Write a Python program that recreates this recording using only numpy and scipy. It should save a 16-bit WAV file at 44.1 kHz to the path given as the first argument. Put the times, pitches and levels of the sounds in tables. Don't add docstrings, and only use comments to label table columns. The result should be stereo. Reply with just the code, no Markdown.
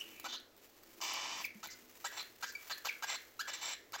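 import sys
import numpy as np
from scipy import signal
from scipy.fft import rfft, irfft
from scipy.io import wavfile

SR = 44100
rng = np.random.default_rng(int(sys.argv[2]) if len(sys.argv) > 2 else 0)


def store_pcm(level_fs):
    pcm = np.round(np.clip(level_fs, -1, 1) * 32767).astype(np.int16)
    wavfile.write(sys.argv[1], SR, np.atleast_2d(pcm).T)


N = 176400

HISS_RISE_S, HISS_FALL_S, HISS_RATTLE, RATTLE_HZ = 0.0045, 0.0036, 0.25, 460
THROAT_SPECTRA = {"gaping": [(150, -33), (350, -27.5), (600, -9), (1100, -3), (1500, -10), (2200, -4.5),
                  (3000, 0), (3800, -6.5), (5000, -7), (5900, -5.5), (7000, -14), (8000, -20),
                  (9200, -35.5), (11500, -29), (15000, -33)], "tense": [(150, -48), (350, -22.5),
                  (600, -11), (1100, -8), (2100, -3), (3300, -4), (4200, -1), (4800, -12), (5700, -3),
                  (6600, -14), (7600, -4), (9000, -64), (11000, -19.5), (13500, -34), (15500, -25)],
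                  "narrow": [(150, -40), (400, -15), (900, -9), (1500, -8), (2200, -14.5), (3000, -1),
                  (3900, 2), (5000, -9), (6500, -9), (8500, -34), (13000, -29)], "thin": [(300, -35),
                  (1500, -10), (3300, -9), (4400, 2.5), (6200, 1), (7600, -6), (9000, -30), (14000, -16)]}
# start_s, length_s, level_db, change_db, tilt_db_per_octave, throat_shape
HISSES = [(0.281, 0.034, -42, -4, 1.5, "narrow"), (.320, 0.042, -38, -3.5, 0.5, "narrow"),
          (1.01, 0.12, -37, -1, 1, "gaping"), (1.131, 0.29, -38, -3.5, -0.04, "gaping"),
          (1.01, 0.088, -42.5, -6, 4.5, "thin"), (1.369, 0.036, -52, 3, -6, "thin"),
          (1.7, 0.037, -48, -0.5, -0.5, "thin"), (2.117, 0.053, -49.5, 0.5, -1.5, "tense"),
          (2.168, 0.045, -35, -10.5, -1.5, "tense"), (2.461, 0.047, -47, -1.5, 1, "thin"),
          (2.878, 0.016, -47, 1.5, 2, "gaping"), (3.057, 0.027, -59, 21.5, 0, "tense"),
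          (3.084, 0.073, -36, -2, -.3, "tense"), (3.475, 0.028, -43.5, 3.5, -0.5, "tense"),
          (3.508, 0.12, -47, -1, 0.5, "narrow"), (3.530, 0.028, -37, -4.5, 1.5, "tense"),
          (3.61, 0.047, -43, 5.5, 0.5, "tense"), (3.653, 0.086, -38.5, 0, 0.36, "tense"),
          (3.981, .03, -46, 3, -1, "tense")]


def hiss(length_s, level_db, change_db, tilt_db_per_octave, throat_shape):
    t = np.arange(0, length_s + .05, 1 / SR)
    stream = turbulence(len(t), THROAT_SPECTRA[throat_shape], tilt_db_per_octave, HISS_RATTLE)
    swell = amp(level_db + change_db * np.minimum(t / length_s, 1))
    return stream * gate(t, length_s, HISS_RISE_S, HISS_FALL_S) * swell


def turbulence(n, spectrum, tilt_db_per_octave, rattle):
    puffs = rng.standard_normal(n) * np.exp(rattle * wobble(n, RATTLE_HZ))
    return colour(puffs, [(hz, db + tilt_db_per_octave * np.log2(hz)) for hz, db in spectrum])


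YELP_RISE_S, YELP_FALL_S, GLIDE_S = 0.0018, 0.0026, .014
JITTER, WAVER = 0.093, 0.0097
RASP_RISE_S, RASP_RATTLE = 0.0027, 0.54
# frequency_hz, gain_db
VOICE_SPECTRUM = [(1300, 0), (1700, 3), (2800, -10), (4100, -1.5), (5400, -10.5), (7100, -10.5),
                  (9000, -32.5), (12500, -14.5), (16000, -40)]
# frequency_hz, gain_db
RASP_SPECTRUM = [(150, -44), (350, -20), (550, -4.5), (800, 2), (1100, 0), (2200, 0), (3000, -0.5),
                 (4100, -1), (5000, -7.5), (6000, -6), (7300, -7), (9000, -48), (12700, -13), (15500, -21)]
# start_s, length_s, tone_db, rasp_db, tilt_db_per_octave, from_hz, top_hz, roughness
YELPS = [(0.242, 0.03, -42, -39.5, -1.5, 1271, 1492, 0.56), (1.629, 0.025, -44, -42, 1.5, 1276, 1594, 1),
         (2.0419, 0.026, -37, -40.5, -2, 1267, 1752, 0.4), (2.4246, 0.023, -35, -42, -1, 1404, 1728, 0.77),
         (2.701, 0.022, -42, -39.5, 1, 1518, 1760, 1.07), (2.848, 0.027, -41, -36.5, 1, 1350, 1640, .8),
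         (3.023, 0.0056, -37, -38.5, 0, 1313, 1320, 0.2), (3.031, 0.017, -35.5, -37, .3, 1588, 1650, 0.36),
         (3.3925, 0.025, -32.5, -46.5, 2.5, 1299, 1728, 0),
         (3.4726, 0.027, -44, -42.5, -1.5, 1470, 1682, 0.7), (3.931, 0.032, -40, -41.5, -2, 1283, 1667, .6)]


def yelp(length_s, tone_db, rasp_db, tilt_db_per_octave, from_hz, top_hz, roughness):
    t = np.arange(0, length_s + .03, 1 / SR)
    n = len(t)
    chaos = roughness * np.minimum(t / RASP_RISE_S, 1)
    pitch_hz = from_hz + (top_hz - from_hz) * (1 - np.exp(-(t / GLIDE_S) ** 2))
    unsteadiness = 1 + JITTER * chaos * wobble(n, hz=754) + WAVER * wobble(n, hz=120)
    phase = 2 * np.pi * np.cumsum(pitch_hz * unsteadiness) / SR
    tone = unit(sum(amp(value_at(VOICE_SPECTRUM, k * pitch_hz)) * np.cos(k * phase) for k in range(1, 10)))
    shimmer = 1 + 0.29 * chaos * wobble(n, RATTLE_HZ)
    tone *= shimmer * gate(t, length_s - .003, YELP_RISE_S, YELP_FALL_S)
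    rasp = turbulence(n, RASP_SPECTRUM, tilt_db_per_octave, RASP_RATTLE)
    rasp *= gate(t, length_s, RASP_RISE_S, YELP_FALL_S)
    return amp(tone_db) * tone + amp(rasp_db) * rasp


SQUEAK_JITTER = .012
# start_s, length_s, level_db, from_hz, to_hz, step_db_per_harmonic
SQUEAKS = [(0, .010, -44, 2500, 3150, -6), (.009, .006, -33, 3050, 2750, -22),
           (1.4415, .011, -33, 2800, 2150, -12), (1.684, .014, -47, 2200, 2000, -10),
           (2.066, .014, -43, 1750, 2000, -3), (2.550, .010, -39, 2370, 2280, -9),
           (2.726, .009, -35, 4550, 4050, -25), (2.883, .019, -34, 2950, 2080, -18),
           (3.092, .014, -38, 2000, 2150, -5), (3.160, .005, -38, 4300, 4200, -25)]


def squeak(length_s, level_db, from_hz, to_hz, step_db):
    progress = np.arange(0, length_s, 1 / SR) / length_s
    pitch_hz = to_hz + (from_hz - to_hz) * (1 - progress) ** 1.47
    pitch_hz *= 1 + SQUEAK_JITTER * wobble(len(progress), hz=506)
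    phase = 2 * np.pi * np.cumsum(pitch_hz) / SR
    tone = sum(amp(step_db * k) * np.sin((k + 1) * phase) for k in range(3))
    return amp(level_db) * unit(np.sqrt(np.sin(np.pi * progress)) * tone)


BAND_HALF_WIDTH_HZ = 320
# start_s, length_s, level_db, from_hz, to_hz
SLIDING_BANDS = [(.015, .225, -57, 2850, 2450), (.283, .100, -45, 3350, 4150),
                 (2.045, .028, -45, 7200, 7450), (2.170, .050, -43, 4200, 4100),
                 (2.708, .014, -38, 4150, 4300)]


def sliding_band(length_s, level_db, from_hz, to_hz):
    t = np.arange(0, length_s + .03, 1 / SR)
    phase = 2 * np.pi * np.cumsum(np.interp(t, [0, length_s], [from_hz, to_hz])) / SR
    band = sum(wobble(len(t), BAND_HALF_WIDTH_HZ) * wave(phase) for wave in (np.cos, np.sin))
    return amp(level_db) * band * gate(t, length_s, HISS_RISE_S, YELP_FALL_S)


TICK_DECAY_S = .0013
# frequency_hz, gain_db
TICK_SPECTRUM = [(200, -13), (1500, -8), (4000, -2), (7000, -11), (9000, -13.5), (12000, -6), (15000, -2.5)]
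# start_s, level_db
TICKS = [(.198, -31), (.4005, -44), (.566, -48), (.578, -46), (.645, -43), (.835, -42), (1.136, -32),
         (1.4525, -29), (1.462, -37), (1.5459, -44), (1.6726, -34), (2.2273, -39), (2.683, -39),
         (3.922, -35)]
# start_s, level_db
THROAT_CLICKS = [(1.005, -40), (1.6585, -34), (2.126, -41), (2.698, -31), (2.8485, -35), (3.1018, -28),
                 (3.623, -39), (3.630, -35)]


def tick(start_s, level_db, spectrum):
    t = np.arange(-256, 1024) / SR
    decay = (t >= 0) * np.exp(-abs(t) / TICK_DECAY_S)
    snap = colour(rng.standard_normal(len(t)) * decay, spectrum)
    return start_s + t[0], amp(level_db) * snap * np.sqrt(np.mean(decay ** 2))


CRACKLES_PER_S, CRACKLE_SPREAD_DB, CLUMP_DB, CLUMP_HZ, STRAW_SCATTER = 3500, 4, 3.2, 40, .8
# frequency_hz, gain_db
STRAW_SPECTRUM = [(200, -23), (600, -1.5), (2000, 4), (4000, 0.5), (7300, 0.5), (8800, -8.5), (11500, -2.5),
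                  (15000, 2.5)]
# time_s, level_db
RUSTLE_LEVEL = [(0, -49), (.30, -62), (.42, -83), (.60, -64), (.645, -51.5), (.68, -62), (.84, -58.5),
                (.96, -57.5), (1.32, -74), (1.43, -48), (1.50, -80), (1.57, -60), (1.86, -56.5),
                (2.15, -50.5), (2.34, -57), (2.68, -53), (2.98, -55.5), (3.34, -60), (3.5, -63),
                (3.86, -66.5), (4, -80)]


def straw():
    shape = (3, N)
    impulses = (rng.random(shape) < CRACKLES_PER_S / SR) * rng.choice([-1, 1], shape)
    strengths = amp(CRACKLE_SPREAD_DB * np.minimum(rng.exponential(1, shape), 4))
    clumps = amp(CLUMP_DB * wobble(N, CLUMP_HZ))
    snaps = colour(impulses * strengths, STRAW_SPECTRUM) * envelope(RUSTLE_LEVEL) * clumps
    return .5 * room(snaps[0]) + STRAW_SCATTER * amp([[LEFT_DB], [0]]) * snaps[1:]


# start_s, level_db, pitch_hz, t60_s
BUMPS = [(.226, -57, 290, .2), (.76, -59, 320, .2), (.945, -55, 334, .15), (.977, -53, 336, .15),
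         (1.551, -48, 212, .1), (1.82, -57, 245, .18)]


def bump(level_db, pitch_hz, t60_s):
    t = np.arange(SR // 2) / SR
    ring = np.minimum(t / 0.006, 1) * np.exp(-np.log(1000) * t / t60_s)
    return amp(level_db) * ring * np.sin(2 * np.pi * pitch_hz * t)


# frequency_hz, width_hz, gain_db
CAGE_MODES = [(252, 21, -3), (328.3, 38, 0), (412, 63, -6)]
# time_s, level_db
CAGE_LEVEL = [(0, -61), (.33, -63.5), (.55, -79), (.9, -67), (1.05, -60.5), (1.38, -63.5), (1.55, -69),
              (2.7, -76.5), (4, -79)]


def cage():
    f = np.fft.rfftfreq(N, 1 / SR)
    modes = sum(amp(db) / (1 + (2 * (f - hz) / width_hz) ** 2) for hz, width_hz, db in CAGE_MODES)
    return unit(irfft(rfft(rng.standard_normal(N)) * modes, N)) * envelope(CAGE_LEVEL)


REFLECTIONS_PER_S, EARLY_DB, EARLY_DECAY_S = 5000, -4.5, 0.0046
LEFT_DB, LEFT_LAG_S, LEFT_REFLECTED_DB = -6.5, 0.00014, -2.5
# centre_hz, t60_s, level_db
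ROOM_BANDS = [(235, .4, -4), (840, 0.4, -25), (1890, 0.58, -4.5), (2570, 0.31, -8), (4200, 0.31, -9),
              (6500, 0.4, -11), (14000, 0.22, -10)]


def room(x):
    t = np.arange(SR * 3 // 4) / SR
    f = np.fft.rfftfreq(len(t), 1 / SR)
    taps = rng.standard_normal((2, len(t))) * (rng.random((2, len(t))) < REFLECTIONS_PER_S / SR)
    early = taps * (t > .0005) * np.exp(-t / EARLY_DECAY_S)
    response = amp(EARLY_DB) * early / np.linalg.norm(early, axis=1, keepdims=True)
    centres_hz = [row[0] for row in ROOM_BANDS]
    for share, (_, t60_s, level_db) in zip(np.eye(len(ROOM_BANDS)), ROOM_BANDS):
        band = irfft(rfft(unit(taps)) * value_at(list(zip(centres_hz, share)), f), len(t))
        decay = (t > .005) * np.exp(-np.log(1000) * t / t60_s)
        response += amp(level_db) * band * decay / np.linalg.norm(decay)
    delayed = irfft(rfft(x) * np.exp(-2j * np.pi * np.fft.rfftfreq(N, 1 / SR) * LEFT_LAG_S), N)
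    direct = np.array([amp(LEFT_DB) * delayed, x])
    reflected = signal.fftconvolve(x[None], response, axes=1)[:, :N]
    return direct + amp([[LEFT_REFLECTED_DB], [0]]) * reflected


AMBIENT_DB = -64
# frequency_hz, gain_db
AMBIENT_SPECTRUM = [(20, -4), (60, -7.5), (80, -13.5), (100, 4), (125, -13), (170, -8.5), (300, 0),
                    (430, 1.5), (700, -4), (1500, -12.5), (4000, -13.5), (7000, -17.5), (9000, -25),
                    (15000, -16)]


def ambient_noise():
    noise = rng.standard_normal((2, N)) + 1.1 * rng.standard_normal(N)
    return amp(AMBIENT_DB) * colour(noise, AMBIENT_SPECTRUM)


def amp(db):
    return 10 ** (np.asarray(db) / 20)


def unit(x):
    return x / np.sqrt(np.mean(x ** 2) + 1e-20)


def value_at(points, hz):
    f, values = np.transpose(points)
    return np.interp(np.log(hz + 1), np.log(f + 1), values)


def colour(x, spectrum):
    n = x.shape[-1]
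    return unit(irfft(rfft(x) * amp(value_at(spectrum, np.fft.rfftfreq(n, 1 / SR))), n))


def wobble(n, hz):
    rolloff = np.sqrt(1 + (np.fft.rfftfreq(n, 1 / SR) / hz) ** 4)
    return unit(irfft(rfft(rng.standard_normal(n)) / rolloff, n))


def envelope(points):
    return amp(np.interp(np.arange(N) / SR, *np.transpose(points)))


def gate(t, length_s, rise_s, fall_s):
    return np.minimum(t / rise_s, 1) * np.exp(-np.maximum(t - length_s, 0) / fall_s)


def add(mix, start_s, sound):
    part = mix[max(round(start_s * SR), 0):][:len(sound)]
    part += sound[:len(part)]


def scene():
    near = cage()
    sources = (hiss, HISSES), (yelp, YELPS), (squeak, SQUEAKS), (sliding_band, SLIDING_BANDS), (bump, BUMPS)
    for source, table in sources:
        for start_s, *settings in table:
            add(near, start_s, source(*settings))
    for table, spectrum in ((TICKS, TICK_SPECTRUM), (THROAT_CLICKS, RASP_SPECTRUM)):
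        for start_s, level_db in table:
            add(near, *tick(start_s, level_db, spectrum))
    return room(near) + straw() + ambient_noise()


def record(dry):
    cutoff_hz = 15950
    lowpass = signal.firwin(511, cutoff_hz, window=("kaiser", 9), fs=SR)
    return signal.oaconvolve(dry, lowpass[None], "same")


dry = scene()
out = record(dry)
store_pcm(out)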